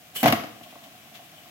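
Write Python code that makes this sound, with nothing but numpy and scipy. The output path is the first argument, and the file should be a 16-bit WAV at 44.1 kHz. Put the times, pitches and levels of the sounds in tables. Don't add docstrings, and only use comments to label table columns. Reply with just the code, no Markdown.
import sys
import numpy as np
from scipy import signal
from scipy.fft import rfft, irfft
from scipy.io import wavfile

SR = 44100
rng = np.random.default_rng(int(sys.argv[2]) if len(sys.argv) > 2 else 0)


def wrap_up_sound(samples):
    columns = np.atleast_2d(samples).T
    tamed = np.clip(columns, -1, 1)
    steps = np.round(tamed * 32767).astype(np.int16)
    wavfile.write(sys.argv[1], SR, steps)


N = 66150
T = np.arange(N) / SR
HZ = np.fft.rfftfreq(N, 1 / SR)

# start_s, boom_db, ring_db, crunch_db, snap_db
KNOCK_EVENTS = [(0.2296, -10, -10.5, -20, -25), (0.2345, -16.5, -31, -25, -33),
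                (.2400, -26, -13.5, -21.5, -41), (.2460, -11.5, -16, -24.5, -48),
                (0.2566, -23.5, -30, -17.5, -29), (.2578, -29, -4, -24.5, -35),
                (0.263, -13.5, -33, -19.5, -45), (0.2728, -20.5, -17, -20, -26),
                (0.28, -17.5, -17, -16.5, -26), (0.2873, -26, -15.5, -26, -43),
                (0.2998, -38, -15.5, -24, -36), (.3235, -57, -13, -16, -26.5), (0.3277, -12, -18, -30, -50),
                (.3670, -40, -35, -50, -58), (0.436, -33, -32.5, -36.5, -62)]
# pitch_hz, level_db, t60_s
BOTTOM_MODES = [(210.3, -18, 0.57), (238.7, -1, 0.064), (319.5, -1, 0.038), (344.7, -11.5, 0.086)]
WALL_MODES = [(481.4, -22, 0.079), (552.6, -20.5, 0.12), (609.5, -6, 0.039), (665.3, -7, 0.078),
              (695, -14.5, .3), (735.8, -3.5, 0.052), (860, -14, 0.054), (1089.7, -14, 0.076),
              (1520, -22.5, 0.086), (2014, -15.5, 0.046)]
CONTACT_S, WALL_SPREAD_RAD = 0.00051, 0.05


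def amp(db):
    return 10 ** (np.asarray(db) / 20)


def unit(x):
    return x / np.sqrt(np.mean(x ** 2) + 1e-20)


def curve_at(points, hz):
    knots_hz, values = np.transpose(points)
    return np.interp(np.log(hz + 1), np.log(knots_hz + 1), values)


def convolve(x, response):
    return signal.fftconvolve(np.atleast_2d(x), np.atleast_2d(response), axes=1)[:, :N]


def colour(pair, spectrum):
    # frequency_hz, coherence
    likeness = [(60, 0.81), (300, 0.81), (700, 0.45), (1400, 0.17), (15000, 0.2)]
    coherence = np.clip(curve_at(likeness, HZ), -1, 1)
    left, independent = rfft(pair)
    right = coherence * left + np.sqrt(1 - coherence ** 2) * independent
    return irfft(np.array([left, right]) * unit(amp(curve_at(spectrum, HZ))), N)


def pan(pair, balance, left_lag_s=0.00013):
    side_db = curve_at(balance, HZ) / 2
    delay = np.exp(-2j * np.pi * HZ * left_lag_s * np.array([[.5], [-.5]]))
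    return irfft(rfft(pair) * amp([side_db, -side_db]) * delay, N)


def grains(per_s, spread_db):
    size = amp(spread_db * np.minimum(rng.exponential(1, (2, N)), 4))
    polarity = rng.choice([-1, 1], (2, N))
    occurs = rng.random((2, N)) < per_s / SR
    return unit(size * polarity * occurs)


def swells(rows):
    power = np.zeros(N)
    for peak_s, rise_s, fall_s, level_db in rows:
        age = T - peak_s
        shape = np.exp(np.where(age < 0, -.5 * (age / rise_s) ** 2, -age / fall_s))
        power += (amp(level_db) * shape) ** 2
    return np.sqrt(power)


def impulses(rows, column):
    out = np.zeros(N)
    for row in rows:
        out[round(row[0] * SR)] += amp(row[column])
    return out


def ring(modes, rise_s, spread_rad=0):
    out = np.zeros((2, N))
    for k, (pitch_hz, level_db, t60_s) in enumerate(modes):
        offset = spread_rad * pitch_hz / modes[0][0] * np.array([[-.5], [.5]])
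        out += (-1) ** k * amp(level_db - 60 * T / t60_s) * np.sin(2 * np.pi * pitch_hz * T + offset)
    return out * (1 - np.exp(-T / rise_s))


def strike(rows):
    boom = convolve(impulses(rows, 1), ring(BOTTOM_MODES, CONTACT_S))
    wall = convolve(impulses(rows, 2), ring(WALL_MODES, CONTACT_S, WALL_SPREAD_RAD))
    return boom + wall


def hiss():
    # frequency_hz, relative_db
    spectrum = [(25, -24), (50, -10), (70, -2.5), (130, 9), (250, 1), (400, -1), (700, -9), (1500, -2),
                (3000, -10), (5000, -9), (8000, -10.5), (11400, -9), (12000, -6), (16000, -11)]
    # frequency_hz, left_minus_right_db
    balance = [(100, 0), (1200, 3.5), (3300, 2), (6000, 8.5), (9000, -1), (15000, -7.5)]
    return pan(amp(-53.5) * colour(rng.standard_normal((2, N)), spectrum), balance)


def room(x, build_up_s=0.002):
    # frequency_hz, t60_s
    decay_times = [(100, 1), (230, 0.51), (400, 0.77), (700, 0.51), (2500, 0.5), (6000, .5), (14000, 0.45)]
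    # frequency_hz, level_db
    levels = [(100, -16.5), (230, -12.5), (400, -5), (700, -11.5), (1200, -2), (2200, -6), (6000, -5),
              (13000, -7.5)]
    white = colour(rng.standard_normal((2, N)), [(20, 0), (20000, 0)])
    hz, t, bands = signal.stft(white, SR, nperseg=512)
    fade = amp(-60 * t / curve_at(decay_times, hz)[:, None])
    energy = N * np.mean(fade ** 2, axis=1, keepdims=True)
    gain = amp(curve_at(levels, hz))[:, None] / np.sqrt(energy)
    tail = signal.istft(bands * fade * gain, SR, nperseg=512)[1][:, :N]
    return convolve(x, tail * (1 - np.exp(-(T / build_up_s) ** 2)))


def colony(startle_s=0.16):
    # frequency_hz, relative_db
    spectrum = [(200, -24), (1000, -7), (1700, -4.5), (2500, 2), (3400, 1), (4500, -7), (6500, -10),
                (10000, -18), (16000, -10.5)]
    # peak_s, rise_s, fall_s, level_db
    flurries = [(.637, 0.0043, 0.011, -46), (.715, 0.022, 0.026, -52), (.842, 0.0036, 0.0073, -44.5),
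                (1.155, 0.0077, 0.021, -44)]
    activity = np.hypot(amp(-54.5), swells(flurries))
    rustle = colour(grains(per_s=5000, spread_db=2) * activity, spectrum)
    steps = grains(per_s=240, spread_db=2)[0]
    boom = amp(-64) * unit(convolve(steps, ring(BOTTOM_MODES, CONTACT_S)))
    wall = amp(-57.5) * unit(convolve(steps, ring(WALL_MODES, CONTACT_S, WALL_SPREAD_RAD)))
    calm = amp(-2 * (T < startle_s))
    return (rustle + boom + wall) * calm


def falling_insects():
    # start_s, boom_db, ring_db, tick_db
    landings = [(.610, -42, -37, -49), (.660, -49, -40, -51), (.725, -45, -37, -53),
                (.7558, -43, -35.5, -35.5), (.858, -56, -41, -50), (.876, -54, -43, -48),
                (1.115, -52, -45.5, -59), (1.191, -62, -40, -55), (1.458, -56, -46, -42)]
    # pitch_hz, level_db, t60_s
    shell_modes = [(703, -1, 0.027), (1100, -4, 0.012)]
    return strike(landings) + convolve(impulses(landings, 3), ring(shell_modes, rise_s=0.00041))


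def squeaks(sag_per_s=0.91):
    # peak_s, rise_s, fall_s, level_db
    rubs = [(.169, 0.0047, 0.014, -36.5), (0.203, 0.011, 0.029, -41), (1.03, .02, 0.029, -67),
            (1.385, 0.024, 0.021, -58)]
    # pitch_hz, width_hz, level_db
    resonances = [(3032, 210, 1), (3385, 140, -5.5), (7920, 360, -4)]
    out = np.zeros((2, N))
    for rub in rubs:
        pitch_ratio = 1 - sag_per_s * (T - rub[0])
        warped_s = np.cumsum(pitch_ratio) / SR
        for pitch_hz, width_hz, level_db in resonances:
            lowpass = signal.butter(2, width_hz / 2, fs=SR, output="sos")
            in_phase, quadrature = signal.sosfilt(lowpass, rng.standard_normal((2, 2, N)))
            whistle = (in_phase + 1j * quadrature) * np.exp(2j * np.pi * pitch_hz * warped_s)
            out += amp(level_db) * swells([rub]) * unit(whistle.real)
    return out


def scrape():
    # peak_s, rise_s, fall_s, level_db
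    strokes = [(.167, 0.0092, 0.025, -29.5), (.207, 0.0049, 0.031, -34)]
    # frequency_hz, relative_db
    spectrum = [(60, -42), (130, -4), (300, -6), (700, -3.5), (1200, -5.5), (2400, -1), (3200, 2.5),
                (3700, -3), (5500, -7), (9000, -5.5), (12000, -1.5), (16000, -3.5)]
    return colour(grains(per_s=9900, spread_db=1) * swells(strokes), spectrum)


def bursts(column, decay_s, rise_s=0.0012, rattle_s=0.014):
    power = np.zeros(N)
    for knock in KNOCK_EVENTS:
        age = np.maximum(T - knock[0], 0)
        decay = np.exp(-age / decay_s) + amp(-18.5) * np.exp(-age / rattle_s)
        shape = (1 - np.exp(-age / rise_s)) * decay
        power += (amp(knock[column]) * shape / shape.max()) ** 2
    return grains(per_s=18000, spread_db=3) * np.sqrt(power)


def cardboard_cracks():
    # frequency_hz, relative_db
    crunch_spectrum = [(40, -55), (150, -9), (400, 5), (900, 4), (1400, 0), (2000, 2), (3100, -0.5),
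                       (4200, -7.5), (6000, -10.5), (9000, -21.5), (12500, -24), (16000, -27)]
    snap_spectrum = [(100, -40), (3000, -28), (7000, -16.5), (10000, -5), (12500, 0), (16000, -5)]
    crunch = colour(bursts(column=3, decay_s=0.0053), crunch_spectrum)
    snap = colour(bursts(column=4, decay_s=0.0031), snap_spectrum)
    return crunch + snap * amp([[-1], [1]])


def tub_knocks():
    # start_s, level_db
    pushes = [(.240, -22.5), (.276, -24), (.320, -39)]
    # pitch_hz, level_db, t60_s
    flex_modes = [(90, -15.5, 0.38), (112.2, -7, 0.33), (145.5, -2, 0.28), (178.8, -7, 0.34)]
    return strike(KNOCK_EVENTS) + convolve(impulses(pushes, 1), ring(flex_modes, rise_s=0.0015))


def scene():
    # frequency_hz, left_minus_right_db
    balance = [(100, 0.5), (700, 0), (1300, -1.5), (3300, 5.5), (6000, 1), (9000, 3.5), (12000, -15.5),
               (16000, 4)]
    direct = tub_knocks() + cardboard_cracks() + scrape() + squeaks() + falling_insects() + colony()
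    return hiss() + pan(direct + room(direct), balance)


def record(dry, low_hz=60, high_hz=16000):
    highpass = signal.butter(6, low_hz, "highpass", fs=SR, output="sos")
    lowpass = signal.firwin(511, high_hz, window=("kaiser", 9), fs=SR)
    return signal.oaconvolve(signal.sosfilt(highpass, dry), lowpass[None], "same")


dry = scene()
out = record(dry)
wrap_up_sound(out)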